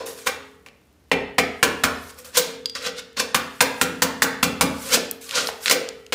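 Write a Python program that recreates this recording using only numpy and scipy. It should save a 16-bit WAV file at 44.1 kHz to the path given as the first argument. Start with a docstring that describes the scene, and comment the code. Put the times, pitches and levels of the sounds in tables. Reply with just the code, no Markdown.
"""A hammer drives a chisel against the brickwork round a steel mailbox, under a carport roof.
First come a dying hollow ring and soft scrapes, a blow and a light tap, then four hard blows and a skid.
Tools clink and steel scrapes on brick; then seven quick blows crack brick, crush mortar and ring the box.
Loose pieces snap among more scrapes and a short hoarse squeal, and two more blows end the scene.
Crumbs tick, the carport echoes and the outdoors rumbles faintly throughout."""
import sys
import numpy as np
from scipy import signal
from scipy.fft import rfft, irfft
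from scipy.io import wavfile
from scipy.ndimage import uniform_filter1d, map_coordinates

SR = 44100
rng = np.random.default_rng(int(sys.argv[2]) if len(sys.argv) > 2 else 0)


def bounce(signal):
    """Save signal as a 16-bit WAV file at the path given by the first command-line argument."""
    frames = np.transpose(np.atleast_2d(signal))
    limited = np.clip(frames, -1, 1)
    pcm = np.round(limited * 32767).astype(np.int16)
    wavfile.write(sys.argv[1], SR, pcm)


N = 270774   # length in samples
BAND_HZ = 50 * 2 ** (np.arange(26) / 3)   # centres of third-octave bands
HALF_BAND = 2 ** (1 / 6)   # ratio from a band's centre to its edge


def from_db(db):
    """Turn decibels into gain."""
    return 10 ** (np.asarray(db) / 20)


def rms_one(x):
    """Scale to an rms (average strength) of 1."""
    return x / np.sqrt(np.mean(x ** 2) + 1e-20)


def at_hz(points, hz, axis=1):
    """Read one column of a table between its rows, on a log-frequency axis."""
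    points = np.array(points)
    return np.interp(np.log(hz), np.log(points[:, 0]), points[:, axis])


def noise_bands(size):
    """Make steep third-octave bands of unrelated noise, each with rms 1."""
    bands = []
    for hz in BAND_HZ:
        edges = [hz / HALF_BAND, hz * HALF_BAND]
        sos = signal.butter(4, edges, "band", fs=SR, output="sos")
        bands.append(rms_one(signal.sosfilt(sos, rng.standard_normal(size))))
    return np.array(bands)


def grain(rough_db, size):
    """Uneven gain of sand grains breaking one after another, rms 1; size is in samples."""
    wobble = rms_one(uniform_filter1d(rng.standard_normal(N), size))
    return rms_one(from_db(rough_db * wobble))


def add(out, s, sound):
    """Mix a sound in from time s (seconds) on."""
    start = round(s * SR)
    sound = sound[:max(0, N - start)]
    out[start:start + len(sound)] += sound


def ring(modes, strength_db, t):
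    """Add up the dying sines of a struck body, each with its own strength and random sign."""
    hz, db, t60 = np.array(modes).T[:, :, None]
    sign = rng.choice([-1, 1], hz.shape)
    level = from_db(db + strength_db[:, None] - 60 * t / t60)
    return np.sum(sign * level * np.sin(2 * np.pi * hz * t), axis=0)


# Hammer blows and light taps. The edge lands square, skids along the face, or stalls on hard
# brick without biting; the thud is the shock that reaches the pillar.
# Columns: start_s, force_db, skid (0-1), stall (0-1), thud_db
HAMMER_BLOWS = [(0.268, -4, 0.21, 0.28, -9.5), (0.662, -30.5, 0, 0.47, -1), (1.1145, 0, 0.4, 0.96, 4.5),
                (1.382, 2.5, 0.21, 0.53, -2.5), (1.628, 2, 0.2, 0.28, -0.5), (1.8361, -1, 0, 0.16, 0),
                (2.3701, -1, 1, 0, -2), (3.3445, -3, .08, 0.04, -2.5), (3.6059, 0.5, 0.12, 0.02, -3.5),
                (3.8128, -2, 0.29, 0.11, 6), (4.02, -1, 0.31, 0.03, 5), (4.2202, -2.5, 0.4, 0.03, 3.5),
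                (4.428, -2.5, 0.24, 0.04, 11.5), (4.61, -2, 0.13, 0.05, 10), (5.7095, 1, 0.96, 0.19, -10),
                (6.1233, -4.5, 0.86, 0.52, -2)]
# Crack of the brickwork; t60_s is the time to die by 60 dB.
# Columns: pitch_hz, level_db (per third octave), t60_s
BRICK_CRACK = [(60, -14, 0.35), (130, -28.5, 0.063), (180, -15.5, 0.25), (330, -6, 0.023),
               (475, -1.5, 0.049), (700, -1.5, 0.02), (1250, 1.5, 0.06), (2550, -3, 0.061),
               (3140, -6, 0.097), (6800, -11.5, 0.05), (9900, -1, 0.1), (13600, -46.5, 0.027)]
# Crushed mortar. Columns: pitch_hz, level_db (per third octave)
MORTAR_CRUNCH = [(100, -16), (600, -12.5), (1500, -35.5), (4000, -10), (7500, -4), (10000, -17),
                 (15000, -4)]
CRUNCH_S, SKID_CRUNCH_S = 0.01, 0.0011   # time the mortar takes to give way; extra for a full skid
STALL_CUTS_S = 0.0019   # a full stall shortens the crunch by this much


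def blows(build_cycles=1.0, snap_db=2.5, snap_s=0.0089, rough_db=1.5, crunch_db=-0.5, patchy_db=4.5):
    """A sharp crack in the brick, then a few milliseconds of mortar giving way under the edge."""
    t = np.arange(SR // 5) / SR
    hz = BAND_HZ[:, None]
    # low notes of the masonry take longer to build up
    build_up = 1 - np.exp(-t * hz / build_cycles)
    crack = from_db(at_hz(BRICK_CRACK, hz) - 60 * t / at_hz(BRICK_CRACK, hz, axis=2)) * build_up
    crunch_tone = from_db(at_hz(MORTAR_CRUNCH, BAND_HZ))
    first_touch = np.exp(-t / snap_s)
    noise = noise_bands(len(HAMMER_BLOWS) * len(t)).reshape(len(hz), len(HAMMER_BLOWS), -1)
    cracks, crunches = np.zeros(N), np.zeros(N)
    for k, (s, force_db, skid, stall, thud_db) in enumerate(HAMMER_BLOWS):
        bands = from_db(blow_db(hz, force_db, skid, stall, thud_db)) * noise[:, k]
        # the first touch is harder with a stall and softer with a skid
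        snap = from_db(snap_db * (1 + stall - skid) * first_touch)
        add(cracks, s, np.sum(bands * crack, axis=0) * snap)
        age = t / (CRUNCH_S + SKID_CRUNCH_S * skid - STALL_CUTS_S * stall)
        swell_and_fade = np.sqrt(2 * np.e * age) * np.exp(-age)
        # the same noise, played backwards, serves for the crunch
        add(crunches, s, crunch_tone @ bands[:, ::-1] * swell_and_fade)
    rough_cracks = cracks * grain(patchy_db, size=50)
    return rough_cracks + from_db(crunch_db) * crunches * grain(rough_db, size=20)


# Tone of a blow.
# Columns: pitch_hz, square_db, skid_db (added by a full skid), stall_db (added by a full stall)
TONE_OF_BLOW = [(90, -31.5, -21.5, 8), (165, -24, -4.5, 0), (235, -23, -10.5, -1.5), (434, -39.5, -0.5, 17),
                (465.3, -25.5, 7.5, -0.5), (760, -19, -8.5, 5), (1460, -15.5, -5.5, -10),
                (2380, -14, -4.5, 8.5), (3240, -14.5, 2.5, -6.5), (11600, -16, 3.5, -22.5)]


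def blow_db(hz, force_db, skid, stall, thud_db, thud_hz=300):
    """A skid trades knock for hollow ring, a stall trades grit for clank; the thud shifts the bass."""
    square, skidding, stalling = (at_hz(TONE_OF_BLOW, hz, axis=k) for k in (1, 2, 3))
    bass = 1 / (1 + (hz / thud_hz) ** 4)
    return force_db + square + skid * skidding + stall * stalling + thud_db * bass


# Ringing notes (modes) of the steel box in its brick pillar. Columns: pitch_hz, level_db, t60_s
BOX_MODES = [(82.7, -7.5, 1.0), (102.4, -12.5, 0.5), (164.9, -11, 0.55), (179.4, -5.5, 0.34),
             (209.2, -5, 0.15), (237.2, -6, 0.76), (268.7, 1, 0.7), (415.4, -0.5, 1), (459, -7, 1.0),
             (502, -2, .5), (494, -3, 0.39), (540.6, -8.5, 0.28), (725, -20.5, 0.4), (789, -6, 0.28),
             (1025, 12, 0.033), (1155, -7.5, 0.2), (1408, 3.5, 0.043), (1547, -6, 0.23),
             (2175, -18.5, 0.44), (2200, -9, 0.12), (2380, -11, .35), (2600, -44, 0.55), (2700, -38, 0.25),
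             (2700, -49, 0.35)]


def box(friction, scatter_db=1.5, build_s=0.0021, rubbed_db=29, detune=0.00547,
        skid_frees=0.37, stall_damps=0.37):
    """Shocks and friction pass through the mortar into the hollow box, which rings on."""
    out, t = np.zeros(N), np.arange(SR) / SR
    count = len(BOX_MODES)
    for s, *blow in HAMMER_BLOWS:
        modes = np.array(BOX_MODES)
        # pressure on the brick shifts each mode a little from blow to blow
        modes[:, 0] *= 1 + detune * rng.standard_normal(count)
        # a stalled edge presses on the box and damps it; a skidding one lets it ring
        _, skid, stall, _ = blow
        modes[:, 2] *= np.exp(skid_frees * skid - stall_damps * stall)
        strength = blow_db(modes[:, 0], *blow) + scatter_db * rng.standard_normal(count)
        add(out, s, ring(modes, strength, t) * (1 - np.exp(-t / build_s)))
    for hz, db, t60 in BOX_MODES:
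        # under steady rubbing, the longer a mode rings the more it builds up
        q = np.pi * hz * t60 / np.log(1000)
        b, a = signal.iirpeak(hz, q, SR)
        out += from_db(db + rubbed_db) * t60 * signal.lfilter(b, a, friction)
    return out


# Scraping strokes; the first row is the hollow ring of an earlier blow.
# hollow_db raises or lowers the hollow note of the bricks by the box.
# Columns: peak_s, level_db, pressure (0-1), swell_s, fade_s, hollow_db
STROKES = [(0.01, -36.5, 0.97, 0.075, 0.036, 25.5), (0.065, -34.5, 0, 0.0053, 0.051, 6),
           (0.179, -42, 0.12, 0.016, 0.068, 1), (0.265, -27.5, 0.4, 0.0043, 0.033, 7.5),
           (2.105, -41, 0.13, 0.024, 0.0084, -31), (2.188, -42.5, 0, 0.0096, 0.024, 4),
           (2.248, -40, 0.02, 0.0022, 0.037, 3.5), (2.355, -21.5, 0.58, 0.0078, 0.062, 0),
           (2.757, -22.5, 0.9, 0.0036, 0.021, -3.5), (2.871, -20, 0.87, 0.029, 0.014, 0),
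           (2.994, -25.5, 0.84, 0.015, 0.0075, -8), (3.171, -20.5, 0.95, 0.002, 0.033, 4),
           (3.201, -14.5, 0.57, 0.0075, 0.013, 3), (4.881, -33.5, 0, 0.075, .05, 2),
           (4.944, -8.5, 0.43, 0.017, 0.014, 0), (5.214, -43, 0, 0.0036, 0.28, -34),
           (5.376, -17.5, 0.84, 0.032, 0.049, 3), (5.486, -31.5, 0.1, 0.03, .012, -1),
           (5.641, -33, 0, 0.016, 0.036, -19), (5.664, -19, 0.8, 0.0012, 0.044, -4.5),
           (5.6979, -6, 0.6, 0.00033, 0.006, -5)]
# Steel sliding over brick. Columns: pitch_hz, level_db (per third octave)
BRICK_RASP = [(60, -42.5), (120, -42), (180, -20.5), (270, -19), (350, -29), (490, -7.5), (720, -22),
              (1400, -6.5), (3200, -9.5), (5000, -10), (8000, -11.5), (15000, -18.5)]
# A light stroke hisses over the dust, a hard one rasps. Columns: pitch_hz, light_db, hard_db
STROKE_TONE = [(470, -13, -16), (2050, -7, -8.5), (4380, 0.5, 0.5), (11100, 8.5, -11.5)]


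def scrapes(rough_db=1.68, catch_db=2.0, hollow_hz=470, hollow_width=0.89):
    """Each row swells and fades; sand grains roughen it and each band catches and slips by itself."""
    t, power = np.arange(0, N, 16) / SR, 0   # loudness is worked out every 16 samples
    light, hard = at_hz(STROKE_TONE, BAND_HZ), at_hz(STROKE_TONE, BAND_HZ, axis=2)
    rasp = at_hz(BRICK_RASP, BAND_HZ)
    # bricks next to the box sound hollow
    hollow = np.exp(-(np.log(BAND_HZ / hollow_hz) / hollow_width) ** 2)
    for s, db, pressure, swell, fade, hollow_db in STROKES + dust_slides():
        stroke = np.exp(-np.abs(t - s) / np.where(t < s, swell, fade))
        tone = light + pressure * (hard - light) + hollow_db * hollow
        power = power + np.outer(from_db(db + tone + rasp), stroke) ** 2
    catching = rms_one(uniform_filter1d(rng.standard_normal(power.shape), size=24))
    gains = np.sqrt(power) * from_db(catch_db * catching)
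    every_sample = np.arange(N) / SR
    friction = np.zeros(N)
    for band, gain in zip(noise_bands(N), gains):
        friction += band * np.interp(every_sample, t, gain)
    return wall_reflection(friction * grain(rough_db, size=24))


DUST_DELAY_S, DUST_DB, DUST_SPREAD_S = 0.21, -42.5, 0.1   # dust slides down a moment after a blow
DUST_LOSS_DB = 31   # less dust when the edge skids or stalls


def dust_slides():
    """The dust of each blow slides down the brick like a stroke with no pressure; a square bite sheds most."""
    slides = []
    for s, force_db, skid, stall, _ in HAMMER_BLOWS:
        level_db = DUST_DB + 2 * force_db - DUST_LOSS_DB * (skid + stall)
        slides.append((s + DUST_DELAY_S, level_db, 0, DUST_SPREAD_S, DUST_SPREAD_S, 0))
    return slides


def wall_reflection(x, share=0.34, delay_s=0.001213, sway=0.226):
    """The brick face mirrors the sound; as the hand moves, the comb of peaks slides."""
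    n, knots = np.arange(N), np.arange(0, N + SR, SR // 8)
    hand = np.interp(n, knots, rng.standard_normal(len(knots)))
    delay = delay_s * SR * np.exp(sway * hand)
    mirrored = map_coordinates(x, [n - delay], order=3)   # reads between samples
    return (x + share * mirrored) / np.hypot(1, share)


# Steel juddering over brick. Columns: time_s, level_db, slips_per_s
JUDDER_PATH = [(5.336, -52, 830), (5.355, -18, 510), (5.371, -24.5, 680), (5.406, -27, 470),
               (5.440, -36, 740)]
SLIP_JITTER = 0.04   # unevenness of the slip rate, as a fraction


def judder(low_hz=2800, high_hz=7000):
    """The edge sticks and slips almost regularly, which gives the scrape a hoarse squeal."""
    t = np.arange(N) / SR
    s, db, rate = np.array(JUDDER_PATH).T
    unsteady = 1 + SLIP_JITTER * rms_one(uniform_filter1d(rng.standard_normal(N), size=60))
    slip_count = np.floor(np.cumsum(np.interp(t, s, rate) * unsteady) / SR)
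    slips = np.diff(slip_count, prepend=0)   # one click per slip
    sos = signal.butter(2, [low_hz, high_hz], "band", fs=SR, output="sos")
    squeal = rms_one(signal.sosfilt(sos, slips))
    return squeal * from_db(np.interp(t, s, db)) * (t > s[0]) * (t < s[-1])


# Tools touching. Columns: start_s, level_db
TOOL_CLINKS = [(2.6578, -9), (2.697, -20), (2.7522, -18)]
# Ringing notes of the chisel held in the hand. Columns: pitch_hz, level_db, t60_s
CHISEL_MODES = [(2750, -19, 0.027), (3320, -9, 0.013), (4830, 0.5, 0.015), (4770, -24.5, 0.39),
                (6600, -14, .012), (8200, -21, .016), (10600, -36, .01)]


def clinks(tick_db=-14, tick_t60=0.019):
    """Steel touches steel with a gritty tick; the hand quickly damps most of the ring."""
    out, t = np.zeros(N), np.arange(SR // 4) / SR
    b, a = signal.iirpeak(4000, 1, SR)
    for s, db in TOOL_CLINKS:
        grit = rms_one(signal.lfilter(b, a, rng.standard_normal(len(t))))
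        tick = grit * from_db(db + tick_db - 60 * t / tick_t60)
        add(out, s, ring(CHISEL_MODES, np.full(len(CHISEL_MODES), db), t) + tick)
    return out


# Knocks and snaps of loose brick and mortar. Columns: start_s, level_db, pitch_hz (centre)
LOOSE_PIECES = [(0.686, -36, 2500), (3.130, -50, 8700), (4.973, -9, 460), (5.112, -10.5, 9200),
                (5.293, -20, 4200), (5.310, -15, 3600), (5.472, -14.5, 4360), (5.489, -13, 1290),
                (5.659, -7, 2980), (5.681, -8.5, 2860), (5.889, -19, 4700), (6.065, -32, 4170)]
CHIP_T60_S, CHIP_SIZE_LAW = 0.012, 0.27   # ring of a 1 kHz piece; it shortens with pitch to this power


def chips(q=0.87):
    """Dry snaps, each a short noise burst passed twice through one broad resonance."""
    out, t = np.zeros(N), np.arange(SR // 20) / SR
    for s, db, hz in LOOSE_PIECES:
        t60 = CHIP_T60_S / (hz / 1000) ** CHIP_SIZE_LAW
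        b, a = signal.iirpeak(hz, q, SR)
        once = signal.lfilter(b, a, rng.standard_normal(len(t)))
        snap = rms_one(signal.lfilter(b, a, once))
        add(out, s, snap * from_db(db - 60 * t / t60))
    return out


def crumbs(per_s=90, drive_db=-62.02, spread_db=3.0, low_hz=3000):
    """Grains of mortar trickle down as faint ticks of noise at random moments."""
    falls = rng.random(N) < per_s / SR
    size_db = spread_db * np.minimum(rng.exponential(1, N), 4)   # few grains are big
    hits = falls * from_db(drive_db + size_db)
    fading = signal.lfilter([1], [1, -.96], hits)   # each tick dies away
    ticks = fading * rng.standard_normal(N)
    return signal.sosfilt(signal.butter(2, low_hz, "high", fs=SR, output="sos"), ticks)


# Echo of the carport. Columns: pitch_hz, echo_db, t60_s
CARPORT_ECHO = [(74, -6, 1), (262, 5.5, 0.46), (458, 7, 0.45), (1100, -2, 0.69), (2380, -5.5, 0.56),
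                (3700, -7, 0.52), (7740, -12, 0.38), (15000, -13, 0.29)]


def carport(x, build_s=0.006, turns_per_s=0.458):
    """Roof, slab and walls return a dense echo with short treble; its pattern shifts as the worker moves."""
    t, hz = np.arange(SR) / SR, BAND_HZ[:, None]
    build_up = 1 - np.exp(-(t / build_s) ** 2)
    decay = from_db(-60 * t / at_hz(CARPORT_ECHO, hz, axis=2)) * build_up
    share = hz * (HALF_BAND - 1 / HALF_BAND) / (SR / 2)   # each band's part of the whole range
    out, angle = 0, 2 * np.pi * turns_per_s * np.arange(N) / SR
    # two unrelated echoes take turns
    for weight in (np.cos(angle), np.sin(angle)):
        tails = noise_bands(SR) * decay
        tails = tails * np.sqrt(share / np.sum(tails ** 2, axis=1, keepdims=True))
        echo = np.sum(tails * from_db(at_hz(CARPORT_ECHO, hz)), axis=0)
        out = out + signal.fftconvolve(x * weight, echo)[:N]
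    return out


# Outdoor background. Columns: pitch_hz, level_db (per Hz)
OUTDOOR_TONE = [(30, -36), (65, 3.5), (100, -5.5), (250, -6.5), (400, -11.5), (800, -19), (4000, -27.5),
                (15000, -36)]
AIR_DB = -58   # rms level


def air():
    """Faint steady rumble and hiss of the outdoors: noise shaped by pitch."""
    hz = np.maximum(np.fft.rfftfreq(N, 1 / SR), 1)
    spectrum = rfft(rng.standard_normal(N)) * from_db(at_hz(OUTDOOR_TONE, hz))
    return from_db(AIR_DB) * rms_one(irfft(spectrum, N))


def scene(small_echo_db=-6, box_db=-1.5):
    """Work on the brick fills the carport; the small near sounds stay drier."""
    friction = scrapes() + judder()
    work = blows() + friction
    small = clinks() + chips() + crumbs()
    ringing = from_db(box_db) * box(friction)
    echo = carport(work + from_db(small_echo_db) * small)
    return (work + small + ringing + echo + air())[None]


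CUTOFF_HZ = 15450   # top of the range that is kept


def record(dry, low_cut_hz=45):
    """The microphone sheds the deepest bass, the loudest peaks are rounded and the top is cut."""
    heard = signal.sosfilt(signal.butter(2, low_cut_hz, "high", fs=SR, output="sos"), dry)
    rounded = heard / (1 + (heard / .9) ** 4) ** .25   # stays below 0.9
    return signal.sosfilt(signal.ellip(10, .1, 80, CUTOFF_HZ, fs=SR, output="sos"), rounded)


dry = scene()
out = record(dry)
bounce(out)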